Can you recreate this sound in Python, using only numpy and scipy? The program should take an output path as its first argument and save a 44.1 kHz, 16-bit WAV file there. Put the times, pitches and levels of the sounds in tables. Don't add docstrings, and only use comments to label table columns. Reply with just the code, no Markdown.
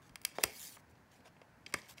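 import sys
import numpy as np
from scipy import signal
from scipy.fft import rfft, irfft, next_fast_len
from scipy.io import wavfile
from scipy.ndimage import uniform_filter1d, map_coordinates

SR = 44100
rng = np.random.default_rng(int(sys.argv[2]) if len(sys.argv) > 2 else 0)


def transcribe(signal):
    frames = np.atleast_2d(signal).T
    limited = np.clip(frames, -1, 1)
    pcm = np.round(limited * 32767).astype(np.int16)
    wavfile.write(sys.argv[1], SR, pcm)


def elevation(decibels):
    levels = np.asarray(decibels, float)
    return 10 ** (levels / 20)


N = 88200

# start in seconds, level in dB of the direct sound,
# strongest frequency in Hz, spread in octaves, contact length in seconds.
CLICK_EVENTS = [(.0937, -62.5, 3860, 1.1, 0.0015), (0.1567, -43.5, 3360, 1.6, 0.00067),
                (0.216, -57.5, 8900, 1.8, 0.00055), (.228, -70, 12000, 0.53, 0.0015),
                (.2355, -65, 4120, 1, 0.0015), (0.2499, -28, 6600, 1.34, 0.001),
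                (0.3833, -43, 2200, 1.1, 0.003), (.4325, -36.5, 4140, 1.5, 0.0073),
                (0.4367, -24, 7000, 1.6, 0.00061), (0.4378, -24.5, 4500, 1.8, 0.0021),
                (0.453, -49, 7950, 1.2, .005), (0.767, -54.5, 1200, 0.9, 0.0061),
                (0.9527, -74, 4400, 0.597, 0.0086), (1.2047, -69, 3000, 1.2, 0.0035),
                (1.365, -66, 2320, 0.71, 0.0044), (1.4152, -57.5, 2000, 1.04, 0.0035),
                (1.6628, -44.5, 3400, 0.72, 0.0039), (1.724, -54, 2540, 1.3, .003),
                (1.7395, -34, 6000, 0.63, 0.00066), (1.74, -30, 1670, 0.54, 0.0021),
                (1.746, -48.5, 3480, 0.88, 0.0027), (1.771, -63.5, 6000, 1.2, 0.0024),
                (1.817, -58, 4950, 0.49, .002), (1.981, -52, 3330, 0.63, 0.0023)]
# centre in Hz, width in Hz, gain in dB.
CASING_MODES = [(650, 590, 2.5), (1186, 320, 7.5), (1680, 210, 2.5), (2186, 220, 9.5), (2680, 200, 4),
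                (3198, 130, 6.5), (4871, 350, 3), (5920, 220, 3), (7000, 370, -5), (8340, 330, 4),
                (10280, 490, 0), (11900, 400, 2), (13700, 310, 2), (15960, 400, 0)]
# start in seconds, level in dB of the direct sound,
# strongest frequency in Hz, spread in octaves.
KNOCK_EVENTS = [(0.102, -52, 70, 0.54), (0.3856, -33, 700, 0.49), (0.44, -33, 520, 0.33),
                (.447, -43, 80, 0.26), (1.366, -65.5, 707, 0.53), (1.671, -58.5, 300, .6),
                (1.4168, -55, 634, 0.28), (1.743, -38, 378, 1.1), (1.755, -51, 110, 0.24),
                (1.831, -64, 293, 1), (1.91, -55, 120, 0.59)]
# frequency in Hz, time to fall 60 dB in seconds.
TABLE_DECAY = [(60, 0.11), (250, 0.04), (700, .025), (2000, 0.0062)]
# start, rise, hold and fall in seconds,
# level in dB during the hold, tilt in dB per octave.
SLIDE_STROKES = [(0.017, 0.0033, 0.061, .01, -69.5, -4.5), (0.257, 0.003, .01, 0.078, -61.5, -3),
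                 (0.343, .015, 0.012, .01, -57.5, -5), (0.384, 0.021, 0.019, .01, -52.5, -4.5),
                 (0.463, 0.14, 0.067, .1, -49, 1.5), (0.722, .01, .04, 0.0042, -65.5, -3),
                 (.775, 0.0052, 0.024, 0.0088, -68.5, -0.5), (0.893, 0.0045, 0.018, 0.0043, -75.5, 1.5),
                 (1.11, 0.0062, 0.044, 0.057, -68.5, -4), (1.241, .015, 0.026, 0.012, -60, -8),
                 (1.726, 0.0024, .012, 0.0027, -60.5, -11), (1.671, 0.009, 0.027, 0.014, -64.5, -6),
                 (1.754, 0.0088, 0.036, .02, -58.5, -4), (0.957, 0.0035, 0.03, 0.0087, -86, -4),
                 (1.816, 0.012, 0.047, 0.007, -63.5, -6), (1.879, 0.013, 0.011, 0.04, -52, -3),
                 (1.967, 0.0095, .03, .01, -60.5, -4.5)]
# frequency in Hz, relative spectral level in dB.
RUB_COLOUR = [(180, -48), (300, -25.5), (477, -11.5), (1250, -10), (1450, -15.5), (1550, -5), (2230, -5.5),
              (5120, -2.5), (5650, -1), (15800, -7)]
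# frequency in Hz, relative spectral level in dB.
HUM_COLOUR = [(12, -54.5), (20, -14), (76, 3), (252, -2.5), (441, -12), (479, -9.5), (1080, -10.5),
              (1170, -15.5), (1590, -11), (3770, -29), (4210, -26), (8940, -33.5), (15600, -37.5)]
# frequency in Hz, time to fall 60 dB in seconds.
NEAR_DECAY = [(500, 0.13), (2200, .05), (10000, 0.018)]
# frequency in Hz, time to fall 60 dB in seconds.
ROOM_DECAY = [(200, 0.14), (2000, 0.48), (5000, 0.36), (12000, 0.19)]
# frequency in Hz, gain in dB.
ROOM_TONE = [(200, 5.5), (700, 6), (1150, -5), (2100, 0.5), (3700, -3), (4900, -3), (7000, -4), (15000, -6)]

FIRST_BLOW, BROAD_DB = 2.5, -14
RELEASE_S, TREBLE_DIES_S = 0.001, 0.006
PUSH_LOW_OCT = 1.5
SLIDE_RANGE_DB, SLIDE_RING_DB = 16, -17.5
GRIT_DB, STREAK_DB = -2.5, 4
HUM_DB = -63.5
NEAR_DB = -13.5
ROOM_DB, ROOM_DELAY_S = -17, 0.012
MIC_LOW_HZ, TOP_HZ = 52.3, 16700
DULL_HZ, DULL_DB = 15700, -14


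def unit(x):
    return x / np.sqrt(np.mean(x ** 2) + 1e-20)


def along(points, hz):
    f, v = np.transpose(points)
    return np.interp(np.log(hz + 1), np.log(f + 1), v)


def filtered(x, response):
    m = next_fast_len(len(x) + 8192)
    spectrum = rfft(x, m) * response(np.fft.rfftfreq(m, 1 / SR))
    return irfft(spectrum, m)[:len(x)]


def causal(gain):
    cepstrum = irfft(np.log(np.maximum(gain, 1e-6)))
    half = len(cepstrum) // 2
    cepstrum[1:half] *= 2
    cepstrum[half + 1:] = 0
    return np.exp(rfft(cepstrum))


def bell(f, hz, octaves):
    return np.exp(-0.5 * (np.log2((f + 1) / hz) / max(octaves, 0.2)) ** 2)


def wobble(rate):
    return map_coordinates(rng.standard_normal(N), [np.arange(N) * rate / SR])


def patchy(db, tall, long):
    z = signal.stft(rng.standard_normal(N), nperseg=512)[2]
    field = uniform_filter1d(rng.standard_normal(z.shape), size=tall, axis=0)
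    field = uniform_filter1d(field, size=long, axis=1)
    return signal.istft(z * elevation(db * unit(field)), nperseg=512)[1][:N]


def dying(t60s, size):
    hz, t, z = signal.stft(rng.standard_normal(size), SR, nperseg=128)
    decay = elevation(-60 * t / along(t60s, hz)[:, None])
    tail = signal.istft(z * decay, SR, nperseg=128)[1]
    return tail / np.linalg.norm(tail)


def add(track, s, sound):
    dry, wet = round(s * SR), round((s + ROOM_DELAY_S) * SR)
    track[dry:dry + len(sound)] += sound
    near = elevation(NEAR_DB) * signal.fftconvolve(sound, dying(NEAR_DECAY, size=4096))
    track[dry:dry + len(near)] += near
    echo = signal.fftconvolve(sound, dying(ROOM_DECAY, size=SR // 2))
    echo = elevation(ROOM_DB) * filtered(echo, lambda f: elevation(along(ROOM_TONE, f)))
    track[wet:wet + len(echo)] += echo


def at_level(ring, db):
    return elevation(db) * ring / np.linalg.norm(ring) * np.sqrt(SR / 200)


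def casing(f):
    response = 0
    for k, (centre, width, db) in enumerate(CASING_MODES):
        resonance = 1j * f * width / (centre * centre - f * f + 1j * f * width)
        response = response + (-1) ** k * elevation(db) * resonance
    return response


def clicks():
    track, t = np.zeros(N + SR), np.arange(2048) / SR
    bright = np.exp(-t / TREBLE_DIES_S)
    for s, db, hz, octaves, length in CLICK_EVENTS:
        chatter = rng.standard_normal(len(t))
        chatter[0] = FIRST_BLOW
        dull = uniform_filter1d(chatter, size=7, origin=3)
        release = np.exp(-np.maximum(t - length, 0) / RELEASE_S)
        contact = (dull + bright * (chatter - dull)) * release

        def struck(f):
            power = np.abs(rfft(contact, 2 * len(f) - 2)) ** 2
            own_colour = np.sqrt(uniform_filter1d(power, size=60) + 1e-9)
            return (casing(f) + elevation(BROAD_DB)) * causal(bell(f, hz, octaves) / own_colour)

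        add(track, s, at_level(filtered(contact, struck), db))
    return track[:N]


def knocks():
    track, t = np.zeros(N + SR), np.arange(8192) / SR
    modes_hz = np.geomspace(50, 2500, 24)[:, None]
    for s, db, hz, octaves in KNOCK_EVENTS:
        f = modes_hz * np.exp(0.054 * rng.standard_normal(modes_hz.shape))
        size = bell(f, hz, octaves) * elevation(rng.standard_normal(f.shape))
        decay = elevation(-60 * t / along(TABLE_DECAY, f))
        ring = np.sum(size * decay * np.sin(2 * np.pi * f * t), axis=0)
        low_hz = hz / 2 ** PUSH_LOW_OCT
        ring = filtered(ring, lambda g: (1j * g / (low_hz + 1j * g)) ** 2)
        add(track, s, at_level(ring, db))
    return track[:N]


def slides():
    t, out = np.arange(N) / SR, np.zeros(N)
    grit = patchy(STREAK_DB, tall=3, long=5) * elevation(GRIT_DB * wobble(750))
    ringing = lambda f: 1 + elevation(SLIDE_RING_DB) * np.abs(casing(f))
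    rub = filtered(grit, lambda f: elevation(along(RUB_COLOUR, f)) * ringing(f))
    for s, rise, hold, fall, db, tilt_db in SLIDE_STROKES:
        edges = np.cumsum([s, rise, hold, fall])
        swell_db = SLIDE_RANGE_DB * np.interp(t, edges, [-1, 0, 0, -1])
        stroke = elevation(db + swell_db) * (t > s) * (t < edges[-1])
        tilted = filtered(rub, lambda f: elevation(tilt_db * np.log2((f + 300) / 4000)))
        out += stroke * unit(tilted)
    return out


def hum():
    air = patchy(1, tall=5, long=10)
    return elevation(HUM_DB) * unit(filtered(air, lambda f: elevation(along(HUM_COLOUR, f))))


def scene():
    return (clicks() + knocks() + slides() + hum())[None]


def top_cut(x):
    return signal.sosfilt(signal.butter(12, 16830, fs=SR, output="sos"), x)


def record(dry):
    def mic(f):
        bass = (1j * f / (MIC_LOW_HZ + 1j * f)) ** 2
        return bass * (f < TOP_HZ) * elevation(DULL_DB * (f > DULL_HZ))

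    mix = filtered(dry[0], mic)[None]
    return top_cut(mix)


dry = scene()
out = record(dry)
transcribe(out)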